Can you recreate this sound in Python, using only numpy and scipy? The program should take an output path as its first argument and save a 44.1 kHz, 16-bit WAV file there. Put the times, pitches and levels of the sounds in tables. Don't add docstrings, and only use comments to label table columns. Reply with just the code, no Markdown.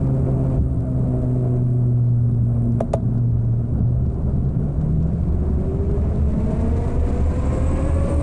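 import sys
import numpy as np
from scipy import signal
from scipy.fft import rfft, irfft, next_fast_len
from scipy.io import wavfile
from scipy.ndimage import uniform_filter1d

SR = 44100
rng = np.random.default_rng(int(sys.argv[2]) if len(sys.argv) > 2 else 0)


def bounce(signal):
    frames = np.transpose(np.atleast_2d(signal))
    limited = np.clip(frames, -1, 1)
    pcm = np.round(limited * 32767).astype(np.int16)
    wavfile.write(sys.argv[1], SR, pcm)


N = 362502
TIME = np.arange(N) / SR
DRAG_ENDS_S, PULL_STARTS_S, CRUISE_HZ = 2.84, 3.88, 160

# t/s, f/Hz
HUM_PITCH = [(0, 133), (.75, 129.8), (1, 126.2), (1.75, 122.7), (2, 120.6), (2.5, 117.1), (3.25, 117.9),
             (3.5, 116.3), (3.75, 117), (4.25, 130.6), (4.5, 132.2), (4.75, 147.6), (5.75, 194.8),
             (6.25, 213.8), (7, 243.2), (7.5, 258.3), (8.22, 289)]
# t/s, level/dB
COASTING_DRAG = [(0, 1), (0.585, 1.5), (0.61, -19), (0.73, -14), (0.79, -11.5), (1.1, -2), (1.56, -3),
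                 (1.62, -11), (1.85, -11), (2.25, -23), (2.62, -15.5), (2.78, -12)]
# multiple of the hum, level/dB
DRAG_OVERTONES = [(2.5, 0.5), (4, 1), (4.5, -18.5), (5, -2), (5.5, -3.5), (6, -6), (6.5, -11.5), (7, -13.5),
                  (9, -19.5)]
# t/s, half length/s, hum/dB, octave/dB, third order/dB
TONE_WAVERS = [(.79, 0.14, -5, 2.5, -10), (1.8, 0.48, 2, 2, 9), (2.67, 0.13, -0.5, 5, 5),
               (2.9, 0.09, -31.5, -2, 4), (3.15, .15, -1, 3, -5.5), (3.45, 0.13, 0, -7.5, 3),
               (3.73, 0.099, -9, -0.5, 1.5), (4.3, 0.2, -7.5, 3.5, 1), (6.38, 0.065, -0.5, -14, 4),
               (6.65, 0.11, 3, 6, 2.5)]
# f/Hz, width/Hz, level/dB
CHASSIS_MODES = [(119.7, 5.1, 1), (131.9, 1.7, -4), (157.3, 14, -5.5), (220.5, 14.7, -12), (251, 1, -18.5),
                 (387.5, 17, -2), (480, 49, -22.5), (700, 8.3, -1.5)]
# f/Hz, level/dB
CASING_RESPONSE = [(300, -4), (390, 2), (415, -3), (455, 2), (505, -2), (560, 3), (605, 2.5), (640, 9),
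                   (660, 0), (688, 1.5), (750, -16), (840, -10.5), (900, -1.5), (1000, -2.5), (1110, 0),
                   (1320, -4), (1700, 1), (1950, -4.5), (2280, -0.5), (3000, -10)]
# t/s, level/dB
DRIVE_LOAD = [(0, -75.5), (4, -64.5), (5.5, -54.5), (6.25, -48.5), (6.55, -43.5), (7.2, -41.5),
              (7.7, -39.5), (8.22, -40)]
# multiple of the hum, level/dB, width/Hz, steady share of power
WHINE_ORDERS = [(1.06, 10, 22, 0.2), (1.96, 5, 9.2, 1), (2.03, 0, 14, 0.3), (2.85, -1.5, 12, 0.7),
                (3.02, -3, 15, 0.4), (3.9, -7, 18, 0.5), (4.07, -5.5, 13, 0.7), (4.9, -14, 35, 0.3),
                (6.15, -14.5, 22, 0.4), (7.2, -18, 20, 0.2), (8.25, -17, 22, 0.25), (9.1, -18.5, 36, 0.05),
                (10, -21, 83, 0.05)]
# multiple of the hum, level/dB, width/Hz
SHRILL_CLUSTER = [(26.2, -10.5, 200), (29.3, -1, 92), (30.6, -3.5, 230), (31.8, -9.5, 350)]
# f/Hz, level/dB
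RASP_SPECTRUM = [(400, -17.5), (650, 9.5), (780, 2), (1000, 8.5), (1500, -6.5), (1950, -5.5), (2300, -4.5),
                 (2750, -10.5), (3200, -17.5), (6000, -41.5)]
# t/s, level/dB, contact/s, thud/dB, blow f/Hz, blow width/Hz, rebound/dB
FRAME_KNOCKS = [(2.8042, -10.5, 0.0028, -17, 630, 450, -32), (2.9335, -4.5, 0.0042, -9, 655, 220, -9)]
# delay/s, level/dB
CONTACT_CHATTER = [(0, 6), (.004, -3), (.007, -16), (.013, -11), (.019, -17)]
# f/Hz, level/dB
CRACK_SPECTRUM = [(400, 12.5), (1000, 23.5), (1700, 4.5), (2300, 8), (3100, 5.5), (3800, 7), (4700, -7),
                  (5600, 0), (6800, 2), (8000, -3), (9200, 4.5), (11500, -11)]
# f/Hz, level/dB, t60/s
FRAME_MODES = [(416, -6, 0.057), (566, -1, 0.017), (653, -21, 0.15), (667, -29, 0.017), (1020, -24, 0.084),
               (1095, -44, 0.0387), (1640, -21, 0.025)]
# t/s, level/dB
FORK_JOLTS = [(0.587, -7), (2.651, -32), (3.801, -16.5)]
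# t/s, level/dB
FITTING_CLICKS = [(.067, -43), (.573, -44), (.584, -46), (0.608, -42), (.803, -40), (1.03, -48),
                  (1.561, -42.5), (1.595, -48), (2.343, -46), (2.59, -49.5), (2.719, -41), (3.178, -40.5),
                  (3.45, -50), (3.522, -47), (4.061, -43), (4.099, -44.5), (4.141, -46), (4.221, -47),
                  (4.291, -46), (4.361, -45), (4.811, -37.5), (5.026, -41), (5.912, -37)]
# t/s, half length/s, level/dB
WIND_GUSTS = [(.2, 0.21, -1), (.605, 0.027, 5.5), (.71, 0.062, -2), (1.4, 0.41, -2.5), (2.05, 0.36, -1.5),
              (3.79, 0.06, 6.5), (5.2, 0.26, -1)]
# f/Hz, width/Hz, level/dB
MOUNT_MODES = [(27.43, 10, -7.5), (73.67, 7.9, -2)]
# f/Hz, level/dB
BUFFET_SPECTRUM = [(15, -33), (24, -14.5), (38, -9.5), (55, 0.5), (72, -17.5), (95, -8), (118, 0.5),
                   (160, -5), (200, -7), (270, -14), (340, -24.5), (600, -44.5), (1200, -70.5)]
# f/Hz, level/dB
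RUSH_SPECTRUM = [(100, -26), (200, 2.5), (310, 0.5), (395, 5), (470, -2.5), (690, -2.5), (790, -13),
                 (1000, -15), (1200, -18), (1450, -21), (1600, -28), (2200, -41.5), (3000, -45),
                 (6000, -76.5)]
# f/Hz, level/dB
HISS_SPECTRUM = [(500, -5.5), (1500, 9.5), (2400, 6), (3200, 0), (3800, 1.5), (5200, -2), (6800, 0),
                 (8400, 3), (9500, -1.5), (11500, -10)]


def motor(hum_hz, phase, drag):
    hum_db, octave_db, third_db = [swells(TONE_WAVERS, column) for column in range(3)]
    hum = from_db(-15.5 + hum_db + 0.54 * drift(26)) * chassis_gain(hum_hz) * np.sin(phase)
    octave = from_db(octave_db + 1.8 * drift(18)) * np.sin(2 * phase + 0.22 * drift(20))
    octave_push = from_db(-26 + 11.5 * until(PULL_STARTS_S)) + from_db(26.5) * drag
    octave *= octave_push * chassis_gain(2 * hum_hz)
    third = from_db(third_db + 2.2 * drift(15)) * np.sin(3 * phase + 0.35 * drift(15))
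    third *= np.hypot(from_db(-41) * chassis_gain(3 * hum_hz), from_db(3.5) * drag)
    overtones = 0
    for order, db in DRAG_OVERTONES:
        gain = from_db(db + 2.2 * drift(13)) * casing_gain(order * hum_hz)
        overtones += gain * np.sin(order * phase + 0.7 * drift(5.5))
    return np.sqrt(2) * (hum + octave + third + drag * overtones)


def whine(hum_hz, phase, drag, load, shrill_full_hz=265):
    mesh = 0
    for order, db, width_hz, steady in WHINE_ORDERS:
        clean = np.sqrt(2 * steady) * np.sin(order * phase)
        rough = np.sqrt(1 - steady) * rough_line(order * phase, width_hz)
        mesh += from_db(db) * casing_gain(order * hum_hz) * (clean + rough)
    rasp_gain = from_db(-1.5) * load + from_db(-13.5) * drag
    rasp = rasp_gain * turbulence(RASP_SPECTRUM, patchy_db=1.5, flutter_hz=21)
    shrill = sum(from_db(db) * rough_line(order * phase, width) for order, db, width in SHRILL_CLUSTER)
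    shrill_db = -52 - 0.8 * np.maximum(shrill_full_hz - hum_hz, 0) + 3.1 * drift(57)
    return load * mesh + rasp + from_db(shrill_db) * rms_one(shrill)


def controller_whistle():
    level_db = -76 + 1.5 * until(DRAG_ENDS_S) + drift(8)
    return from_db(level_db) * rms_one(band(rng.standard_normal(N), 8550, 9000))


def ticking(phase):
    ticks = np.diff(np.floor(phase / (4 * np.pi)), prepend=0)
    strength = drag_gain(-30, follows=0.13) * from_db(1.7 * rng.standard_normal(N))
    return band(ticks * strength, 7600, 9700)


def knocks():
    crackle = turbulence(CRACK_SPECTRUM, patchy_db=2.5, flutter_hz=17)
    blows, impacts = 0, 0
    for start, db, contact_s, thud_db, blow_hz, width_hz, rebound_db in FRAME_KNOCKS:
        chatter = sum(from_db(contact_db) * burst(start + delay, 0.3 * contact_s)
                      for delay, contact_db in CONTACT_CHATTER)
        crack = from_db(db - 21.5) * (chatter + from_db(-16) * burst(start, 0.0073)) * crackle
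        blow = from_db(db) * (np.arange(N) == round((start + 0.002 + contact_s / 2) * SR))
        second_blow = from_db(-5) * np.roll(blow, round(SR / blow_hz))
        blows += resonance(blow + second_blow, blow_hz, width_hz)
        rebound = from_db(rebound_db) * thump(start + 0.0105, hz=470, decay_s=0.00086)
        thud = from_db(thud_db) * thump(start + 0.013, hz=116, decay_s=0.0035)
        impacts += crack + rebound + thud
    return impacts + sum(from_db(db + 4.5) * ring(blows, hz, t60) for hz, db, t60 in FRAME_MODES)


def fork_thumps():
    return sum(from_db(db) * thump(start, hz=73.4, decay_s=0.013) for start, db in FORK_JOLTS)


def rattles(pace, grains_per_s=70, grain_decay_s=0.0034):
    clicks = sum(from_db(db - 12) * burst(start, 0.0022) for start, db in FITTING_CLICKS)
    hits = rng.random(N) < grains_per_s * from_db(2 * drift(3)) / SR
    grains = hits * from_db(-58.5 + 8 * pace + 2.6 * rng.standard_normal(N))
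    grit = signal.lfilter([1], [1, -np.exp(-1 / (grain_decay_s * SR))], grains + 1e-18)
    fittings = band(clicks * rng.standard_normal(N), 1500, 6900)
    return fittings + band(grit * rng.standard_normal(N), 2800, 5000)


def wind_buffet(hum_hz, pace, gust_db, full_hz=136.4):
    level_db = -21 - 0.214 * np.maximum(full_hz - hum_hz, 0) + gust_db
    rocking = sum(from_db(db) * rough_line(2 * np.pi * hz * TIME, width) for hz, width, db in MOUNT_MODES)
    eddies = turbulence(BUFFET_SPECTRUM, patchy_db=1.8, flutter_hz=30)
    return from_db(level_db) * (from_db(4.4 * pace) * rocking + from_db(-1.5 - 2.4 * pace) * eddies)


def road_rush(pace, gust_db, drag, load, gust_share=0.29):
    hiss = turbulence(HISS_SPECTRUM, patchy_db=1.2, flutter_hz=60)
    hiss_strain = from_db(-23.5) * drag + from_db(-11.5) * load
    hiss *= np.hypot(from_db(-66 + 8 * pace + gust_share * gust_db), hiss_strain)
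    rush = turbulence(RUSH_SPECTRUM, patchy_db=1.13, flutter_hz=18)
    rush_strain = from_db(7.5) * drag + from_db(1.5) * load
    rush *= np.hypot(from_db(-35.5 + 4.5 * pace + gust_share * gust_db), rush_strain)
    return rush + hiss


def chassis_gain(pitch_hz):
    power = sum(from_db(db) ** 2 / (1 + (2 * (pitch_hz - hz) / width) ** 2)
                for hz, width, db in CHASSIS_MODES)
    return np.sqrt(power)


def casing_gain(pitch_hz):
    return from_db(np.interp(pitch_hz, *np.transpose(CASING_RESPONSE)))


def drag_gain(level_db, follows):
    return from_db(level_db + follows * in_time(COASTING_DRAG)) * until(DRAG_ENDS_S)


def turbulence(spectrum, patchy_db, flutter_hz):
    points_hz, points_db = np.transpose(spectrum)
    size = next_fast_len(N)
    octave = np.log2(np.maximum(np.arange(size // 2 + 1) * SR / size, 1))
    colour = from_db(np.interp(octave, np.log2(points_hz), points_db, left=-120, right=-120))
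    noise = rfft(rng.standard_normal(size)) * colour
    together, mix = drift(flutter_hz), 0
    for centre in range(int(np.log2(points_hz[0])), int(np.log2(points_hz[-1])) + 2):
        part = irfft(noise * np.maximum(1 - np.abs(octave - centre), 0), size)[:N]
        mix += part * from_db(patchy_db * (together + drift(flutter_hz)))
    return rms_one(mix)


def rough_line(phase, width_hz):
    return drift(width_hz) * np.sin(phase) + drift(width_hz) * np.cos(phase)


def drift(rate_hz):
    step, settle = 20, 4000
    pole = np.exp(-2 * np.pi * step * rate_hz / SR)
    noise = rng.standard_normal(N // step + settle + 2)
    slow = signal.lfilter([1], [1, -2 * pole, pole * pole], noise)[settle:]
    return np.interp(np.arange(N) / step, np.arange(len(slow)), rms_one(slow))


def burst(start, decay_s):
    age = np.clip((TIME - start) / decay_s, 0, 60)
    return age * np.exp(1 - age)


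def thump(start, hz, decay_s):
    return burst(start, decay_s) * np.sin(2 * np.pi * hz * (TIME - start))


def ring(x, hz, t60):
    pole, angle = from_db(-60 / (t60 * SR)), 2 * np.pi * hz / SR
    return signal.lfilter([0, np.sin(angle)], [1, -2 * pole * np.cos(angle), pole * pole], x + 1e-18)


def resonance(x, hz, width_hz):
    pole = np.exp(-np.pi * width_hz / SR)
    feedback = [1, -2 * pole * np.cos(2 * np.pi * hz / SR), pole * pole]
    return signal.lfilter(np.array([1, 0, -1]) * (1 - pole * pole) / 2, feedback, x + 1e-18)


def band(x, low_hz, high_hz):
    return signal.sosfilt(signal.butter(2, [low_hz, high_hz], "band", fs=SR, output="sos"), x + 1e-18)


def swells(rows, column=0):
    return sum(levels_db[column] * np.exp(-((TIME - centre) / half_length) ** 2)
               for centre, half_length, *levels_db in rows)


def until(end_s, fade_s=0.1):
    return np.clip(0.5 + (end_s - TIME) / fade_s, 0, 1)


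def in_time(rows):
    return np.interp(TIME, *np.transpose(rows))


def from_db(db):
    return 10 ** (np.asarray(db) / 20)


def rms_one(x):
    return x / np.sqrt(np.mean(x ** 2) + 1e-20)


def scene():
    hum_hz = in_time(HUM_PITCH)
    phase = 2 * np.pi * np.cumsum(hum_hz) / SR
    pace = np.log2(hum_hz / CRUISE_HZ)
    drag, load = drag_gain(-42.5, follows=0.81), from_db(in_time(DRIVE_LOAD))
    gust_db = swells(WIND_GUSTS)
    chassis = knocks() + fork_thumps() + rattles(pace)
    drive = motor(hum_hz, phase, drag) + whine(hum_hz, phase, drag, load)
    drive += controller_whistle() + ticking(phase)
    air = wind_buffet(hum_hz, pace, gust_db) + road_rush(pace, gust_db, drag, load)
    return (drive + chassis + air)[None]


def record(dry):
    threshold_db, ratio, fade_in_s = -18.5, 2.5, 0.003
    rolloff_hz, cutoff_hz = 9800, 13000
    level_db = 10 * np.log10(uniform_filter1d(dry ** 2, size=1100, axis=-1) + 1e-9)
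    over_db = uniform_filter1d(np.maximum(level_db - threshold_db, 0), size=500, axis=-1)
    held = dry * from_db((1 / ratio - 1) * over_db) * np.minimum(TIME / fade_in_s, 1)
    dulled = signal.sosfilt(signal.butter(4, rolloff_hz, fs=SR, output="sos"), held)
    return signal.sosfilt(signal.cheby2(14, 60, cutoff_hz, fs=SR, output="sos"), dulled)


dry = scene()
out = record(dry)
bounce(out)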